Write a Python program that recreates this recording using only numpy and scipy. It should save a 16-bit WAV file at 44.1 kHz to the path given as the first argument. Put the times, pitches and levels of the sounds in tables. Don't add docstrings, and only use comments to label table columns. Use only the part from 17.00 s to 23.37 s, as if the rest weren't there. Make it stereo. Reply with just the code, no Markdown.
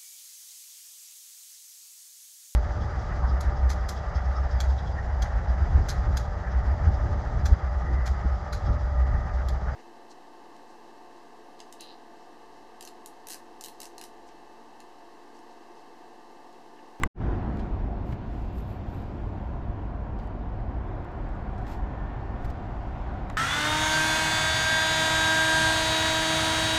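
import sys
import numpy as np
from scipy import signal
from scipy.fft import rfft, irfft, next_fast_len
from scipy.io import wavfile
from scipy.ndimage import uniform_filter1d, map_coordinates

SR = 44100
rng = np.random.default_rng(int(sys.argv[2]) if len(sys.argv) > 2 else 0)


def waveform_to_disk(signal):
    frames = np.transpose(np.atleast_2d(signal))
    scaled = np.clip(frames, -1, 1) * 32767
    samples = np.round(scaled).astype(np.int16)
    wavfile.write(sys.argv[1], SR, samples)


N = 280917
TOP_HZ = 15600


def amp(db):
    return 10 ** (np.asarray(db) / 20)


def unit(x):
    return x / np.sqrt(np.mean(x ** 2) + 1e-20)


def gain_at(spectrum, hz):
    f, db = np.transpose(spectrum)
    return amp(np.interp(np.log(hz + 1), np.log(f + 1), db))


def curve(points):
    return np.interp(np.arange(N) / SR, *np.transpose(points))


def wobble(rate_hz):
    knots = rng.standard_normal(int(N * rate_hz / SR) + 4)
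    return map_coordinates(knots, [np.arange(N) * rate_hz / SR])


def swell(peak_s, half_width_s):
    return np.exp(-((np.arange(N) / SR - peak_s) / half_width_s) ** 2)


def filtered(x, response):
    size = next_fast_len(N + SR // 2)
    return irfft(rfft(x, size) * response(np.fft.rfftfreq(size, 1 / SR)), size)[..., :N]


def add(track, start_s, sound):
    part = track[:, max(0, round(start_s * SR)):][:, :sound.shape[1]]
    part += sound[:, :part.shape[1]]


def pan(left_db):
    return amp([[left_db / 2], [-left_db / 2]])


def far_noise(spectrum, patchy_db):
    side_gain = [(60, -33.5), (200, -34), (450, -14), (1000, -11.5), (1700, -0.5), (2300, -2), (3000, -7.5),
                 (8000, -2.5)]
    bins = signal.stft(rng.standard_normal((2, N)), nperseg=1024)[2]
    patches = uniform_filter1d(rng.standard_normal(bins.shape[1:]), size=6, axis=0)
    patches = uniform_filter1d(patches, size=10, axis=1)
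    pair = signal.istft(bins * amp(patchy_db * unit(patches)), nperseg=1024)[1][:, :N]
    mid, side = filtered(pair, lambda hz: gain_at(spectrum, hz) * (hz < 2 * spectrum[-1][0]))
    side = filtered(side, lambda hz: gain_at(side_gain, hz))
    return np.array([mid + side, mid - side]) / np.std(mid)


def engines():
    rumble_spectrum = [(12, -16), (22, -7.5), (36, 1), (54, -2.5), (72, -4.5), (97, -4), (125, -9),
                       (165, -21), (300, -63.5)]
    drone_spectrum = [(80, -28.5), (130, 0), (165, -1.5), (205, 1.5), (240, -2), (315, -3), (400, -7.5),
                      (500, -13.5), (700, -21.5), (1500, -71.5)]
    engine_notes = [(53.77, 19, -38.5, 7.5), (100.7, 8, -50, -4), (213.8, 8, -60.5, 16.5),
                    (352.6, 14, -60.5, 15.5)]
    rumble_db, rumble_lift_db, lift_below_hz = -34.5, 5.5, 104
    drone_db, drone_lift_db, sag_db_per_s = -40, 6.5, 0.48
    t = np.arange(N) / SR
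    opening_swell = swell(peak_s=0.18, half_width_s=0.67)
    rumble = amp(rumble_db + 0.58 * wobble(9.3)) * far_noise(rumble_spectrum, patchy_db=0.13)
    deep = filtered(rumble, lambda hz: 1 / (1 + (hz / lift_below_hz) ** 8))
    out = rumble - deep + deep * amp(rumble_lift_db * opening_swell)
    drone = far_noise(drone_spectrum, patchy_db=1.0)
    out += amp(drone_db + drone_lift_db * opening_swell - sag_db_per_s * t) * drone
    for hz, waver_hz, db, lift_db in engine_notes:
        flutter = 1 + 0.58 * wobble(waver_hz)
        note = np.cos(2 * np.pi * hz * t + 0.89 * wobble(waver_hz))
        out += amp(db + lift_db * opening_swell) * unit(flutter * note)
    return out


def tyres():
    traffic_flow = [(0.35, -42), (0.8, -45.5), (1.5, -48), (2.1, -46.5), (3.5, -45.5), (4.15, -44),
                    (5.1, -43.5), (5.8, -44), (6.25, -42.5)]
    roar_spectrum = [(250, -14.5), (480, -9), (590, -1.5), (640, -3.5), (715, 2.1), (780, -0.5), (850, -4),
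                     (950, -3), (1120, -8), (1300, -18.5), (2000, -35), (4000, -73.5)]
    hiss_spectrum = [(700, -26), (1200, 2.5), (1440, 4), (1700, 1), (2000, -3), (2300, -9), (3000, -19.5),
                     (5000, -57.5)]
    treble_spectrum = [(1200, -24.5), (2100, 0), (2600, 2), (3300, -1.5), (4700, -8.5), (6300, -16),
                       (7700, -20.5), (9000, -37), (11000, -43.5), (12200, -35), (13500, -48.5)]
    treble_contour = [(0.3, -62.5), (0.95, -67), (1.7, -64), (2.6, -68), (3.6, -68.5), (4.4, -66.5),
                      (5.1, -65.5), (5.9, -64)]
    flow_db = curve(traffic_flow)
    mean_db = flow_db.mean()
    surge_db = flow_db - mean_db
    roar_db = mean_db + 0.4 + 0.85 * surge_db + 0.15 * wobble(6.0)
    roar = amp(roar_db) * far_noise(roar_spectrum, patchy_db=0.85)
    hiss = amp(mean_db - 10 + 1.4 * surge_db) * far_noise(hiss_spectrum, patchy_db=0.8)
    treble = amp(curve(treble_contour) + 1) * far_noise(treble_spectrum, patchy_db=1.5)
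    return (roar + hiss + treble) * pan(1.5)


def buffets():
    bursts = [(0.036, 0.12, -23.5), (1.126, 0.013, -31), (4.693, 0.12, -38.5), (5.464, 0.062, -32)]
    buffet_spectrum = [(20, 6), (70, -13.5), (200, -12.5), (500, -25.5), (1500, -39), (5000, -51),
                       (12000, -66), (15500, -92.5)]
    strength = sum(amp(db) * swell(peak_s, half_width_s) for peak_s, half_width_s, db in bursts)
    return strength * unit(filtered(rng.standard_normal((2, N)), lambda hz: gain_at(buffet_spectrum, hz)))


def case_ring(t, attack_s, favoured_hz=None):
    modes = [(1127, -7, 3.5, 0.015), (1560, 4, 5, 0.0071), (2020, -1, 1.5, 0.015), (2910, -24, 0.5, 0.0053),
             (3270, -10.5, -7.5, 0.01), (4600, -13.5, -34, 0.0042), (6200, -9.5, -33, 0.0057),
             (7550, 2, -22, 0.005), (9880, -10, -32.5, 0.0057), (12160, -9.5, -50, 0.0044)]
    favour_db, reach_octaves, left_lag_s = 7, 0.2, 0.00032
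    out = np.zeros((2, len(t)))
    t = np.maximum(t - np.array([[left_lag_s], [0]]), 0)
    for hz, left_db, right_db, t60_s in modes:
        near = np.exp(-(np.log2(hz / favoured_hz) / reach_octaves) ** 2) if favoured_hz else 0
        db = rng.normal(0, 1) + favour_db * near - 60 * t / (t60_s * (1 + near))
        out += amp([[left_db], [right_db]]) * amp(db) * np.sin(2 * np.pi * hz * t)
    return out * (1 - np.exp(-t / attack_s)) * [[-1], [1]]


def click():
    start_s, ring_db, thump_db, thump_rise_s = 0.0348, -5.5, -15.5, 0.0036
    out, t = np.zeros((2, N)), np.arange(SR // 20) / SR
    push = t / thump_rise_s
    thump = amp(thump_db) * push ** 2 * np.exp(2 - 2 * push)
    add(out, start_s, amp(ring_db) * case_ring(t, attack_s=0.00073) + thump)
    return out


def ticks():
    clear_ticks = [(0.5713, -37.5, -13, 1100), (0.593, -42, -13, 3250), (1.1114, -53, -6, 12200),
                   (1.124, -41.5, -12, 12200), (3.190, -42.5, -9, 12200), (3.273, -43, -13, 12200),
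                   (3.604, -55, -3, 12200), (4.047, -46.5, -6, 12200), (4.1184, -50, -8, 12200),
                   (4.289, -48, -13, 7500), (4.3519, -53, -11, 7500), (4.621, -55, 0, 12200),
                   (4.6683, -40, -4, 1500), (5.425, -46, -5, 12200), (5.446, -39, -2, 12200),
                   (5.5007, -38.5, -11, 3250), (6.1396, -48, -8, 12200), (6.2998, -28, -8, 1100)]
    faint_ticks = [(rng.uniform(3.8, N / SR), rng.normal(-63, 1.5), 3, 12200) for _ in range(4)]
    crack_cutoff_hz, crack_t60_s = 3580, 0.012
    out, t = np.zeros((2, N)), np.arange(SR // 20) / SR
    for start_s, db, ring_db, favoured_hz in clear_ticks + faint_ticks:
        crack = signal.lfilter(*signal.butter(2, crack_cutoff_hz, fs=SR), rng.standard_normal((2, len(t))))
        crack *= amp(-60 * t / crack_t60_s) * pan(8.4)
        ring = amp(ring_db) * case_ring(t, attack_s=0.0009, favoured_hz=favoured_hz)
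        add(out, start_s, amp(db) * (ring + crack))
    return out


def bumps():
    nudges = [(0.593, -36, -52.5, 1000), (.596, -52, -53.5, 2970), (1.126, -22, -44, 1300),
              (3.196, -44, -60, 2730), (4.58, -55, -62.5, 4630), (5.446, -21.5, -56, 1100),
              (5.501, -46, -58, 3300), (6.299, -42.5, -44, 1400)]
    thud_hz, thud_t60_s, scuff_octaves, scuff_t60_s = 110, 0.053, 1.3, 0.064
    out, t = np.zeros((2, N)), np.arange(SR // 10) / SR
    for start_s, thud_db, scuff_db, scuff_hz in nudges:
        thud = amp(thud_db - 60 * t / thud_t60_s) * np.sin(2 * np.pi * thud_hz * t)
        band_hz = np.minimum(scuff_hz * 2 ** (scuff_octaves * np.array([-0.5, 0.5])), TOP_HZ)
        grit = signal.lfilter(*signal.butter(2, band_hz, "bandpass", fs=SR), rng.standard_normal(len(t)))
        scuff = amp(scuff_db - 60 * t / scuff_t60_s) * unit(grit)
        add(out, start_s, pan(0) * (thud + scuff))
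    return out


def rubs():
    strokes = [(0.615, 0.097, -63, -16), (1.1, 0.066, -63.5, 6), (1.395, 0.21, -66.5, 2.5),
               (1.585, 0.049, -64.5, 16), (1.711, 0.089, -71, 15), (1.966, 0.098, -70, 12.5),
               (2.153, 0.76, -71.5, 0.5), (3.232, 0.06, -69, 1), (4.3, 0.76, -73, -5.5),
               (4.685, 0.02, -60.5, -1), (4.724, 0.06, -54, 2.5), (5.454, 0.011, -56, 6),
               (5.504, 0.0066, -56.5, 3.5), (5.805, 1, -70, -3), (6.325, 0.05, -66.5, 0.5)]
    skin_spectrum = [(800, -3.5), (2000, 8), (2800, 2), (3800, -2), (5000, -1.5), (6200, -6), (7600, -5),
                     (8500, -12.5), (10200, -13), (11200, -14), (12200, -2), (13500, -19.5), (14600, -20),
                     (15500, -17)]
    grit_db, grains_per_s, treble_hz = 2.3, 520, 9500
    scrape = unit(filtered(rng.standard_normal((2, N)), lambda hz: gain_at(skin_spectrum, hz)))
    scrape *= unit(amp(grit_db * wobble(grains_per_s)))
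    treble = filtered(scrape, lambda hz: 1 / (1 + (treble_hz / (hz + 1)) ** 8))
    body = (scrape - treble) * pan(6.3)
    treble *= amp([[0], [-12]])
    out = np.zeros((2, N))
    for peak_s, half_width_s, db, treble_db in strokes:
        stroke = amp(db) * swell(peak_s, half_width_s) ** 2
        out += stroke * (body + amp(treble_db) * treble)
    return out


def whines():
    vehicle_notes = [(2.6, 0.76, 1402, -66.5), (5.2, 1.6, 1453, -63), (5.2, 0.84, 773, -55),
                     (5.25, 0.72, 1800, -61)]
    drift_share, waver_hz = 0.006, 52
    out = np.zeros(N)
    for peak_s, half_width_s, hz, db in vehicle_notes:
        cycles = hz * np.cumsum(1 + drift_share * wobble(3)) / SR
        note = np.cos(2 * np.pi * cycles + 1.3 * wobble(waver_hz)) * amp(1.8 * wobble(8))
        out += amp(db) * swell(peak_s, half_width_s) * unit(note)
    return out


def squeak():
    partials = [(3130, -70), (4040, -77), (4530, -72.5)]
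    peak_s, half_width_s, fall_share_per_s = 3.222, 0.042, 1.0
    slide_s = np.clip(np.arange(N) / SR - peak_s, -2 * half_width_s, 2 * half_width_s)
    warped_s = np.cumsum(1 - fall_share_per_s * slide_s + 0.009 * wobble(400)) / SR
    tone = sum(amp(db) * np.sin(2 * np.pi * hz * warped_s) for hz, db in partials)
    return swell(peak_s, half_width_s) * amp(2.5 * wobble(120)) * tone


def scene():
    traffic = engines() + tyres() + whines()
    return traffic + buffets() + rubs() + squeak() + bumps() + click() + ticks()


def record(dry):
    cut_s, cut_ramp_s, return_s, fade_s = 0.076, 0.003, 0.142, 0.08
    first_width_db, widen_from_s, widen_per_s, stereo_above_hz = 1.5, 2.46, 0.32, 10000
    t = np.arange(N) / SR
    mid, side = (dry[0] + dry[1]) / 2, (dry[0] - dry[1]) / 2
    top = filtered(side, lambda hz: 1 / (1 + (stereo_above_hz / (hz + 1)) ** 12))
    width = np.where(t < cut_s, amp(first_width_db), np.clip((t - widen_from_s) * widen_per_s, 0, 1))
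    side = top + (side - top) * width
    before_cut = np.clip((cut_s - t) / cut_ramp_s, 0, 0.7)
    fade_in = np.clip((t - return_s) / fade_s, 0, 1) ** 1.7
    return filtered(np.array([mid + side, mid - side]) * (before_cut + fade_in), lambda hz: hz < TOP_HZ)


dry = scene()
out = record(dry)
waveform_to_disk(out)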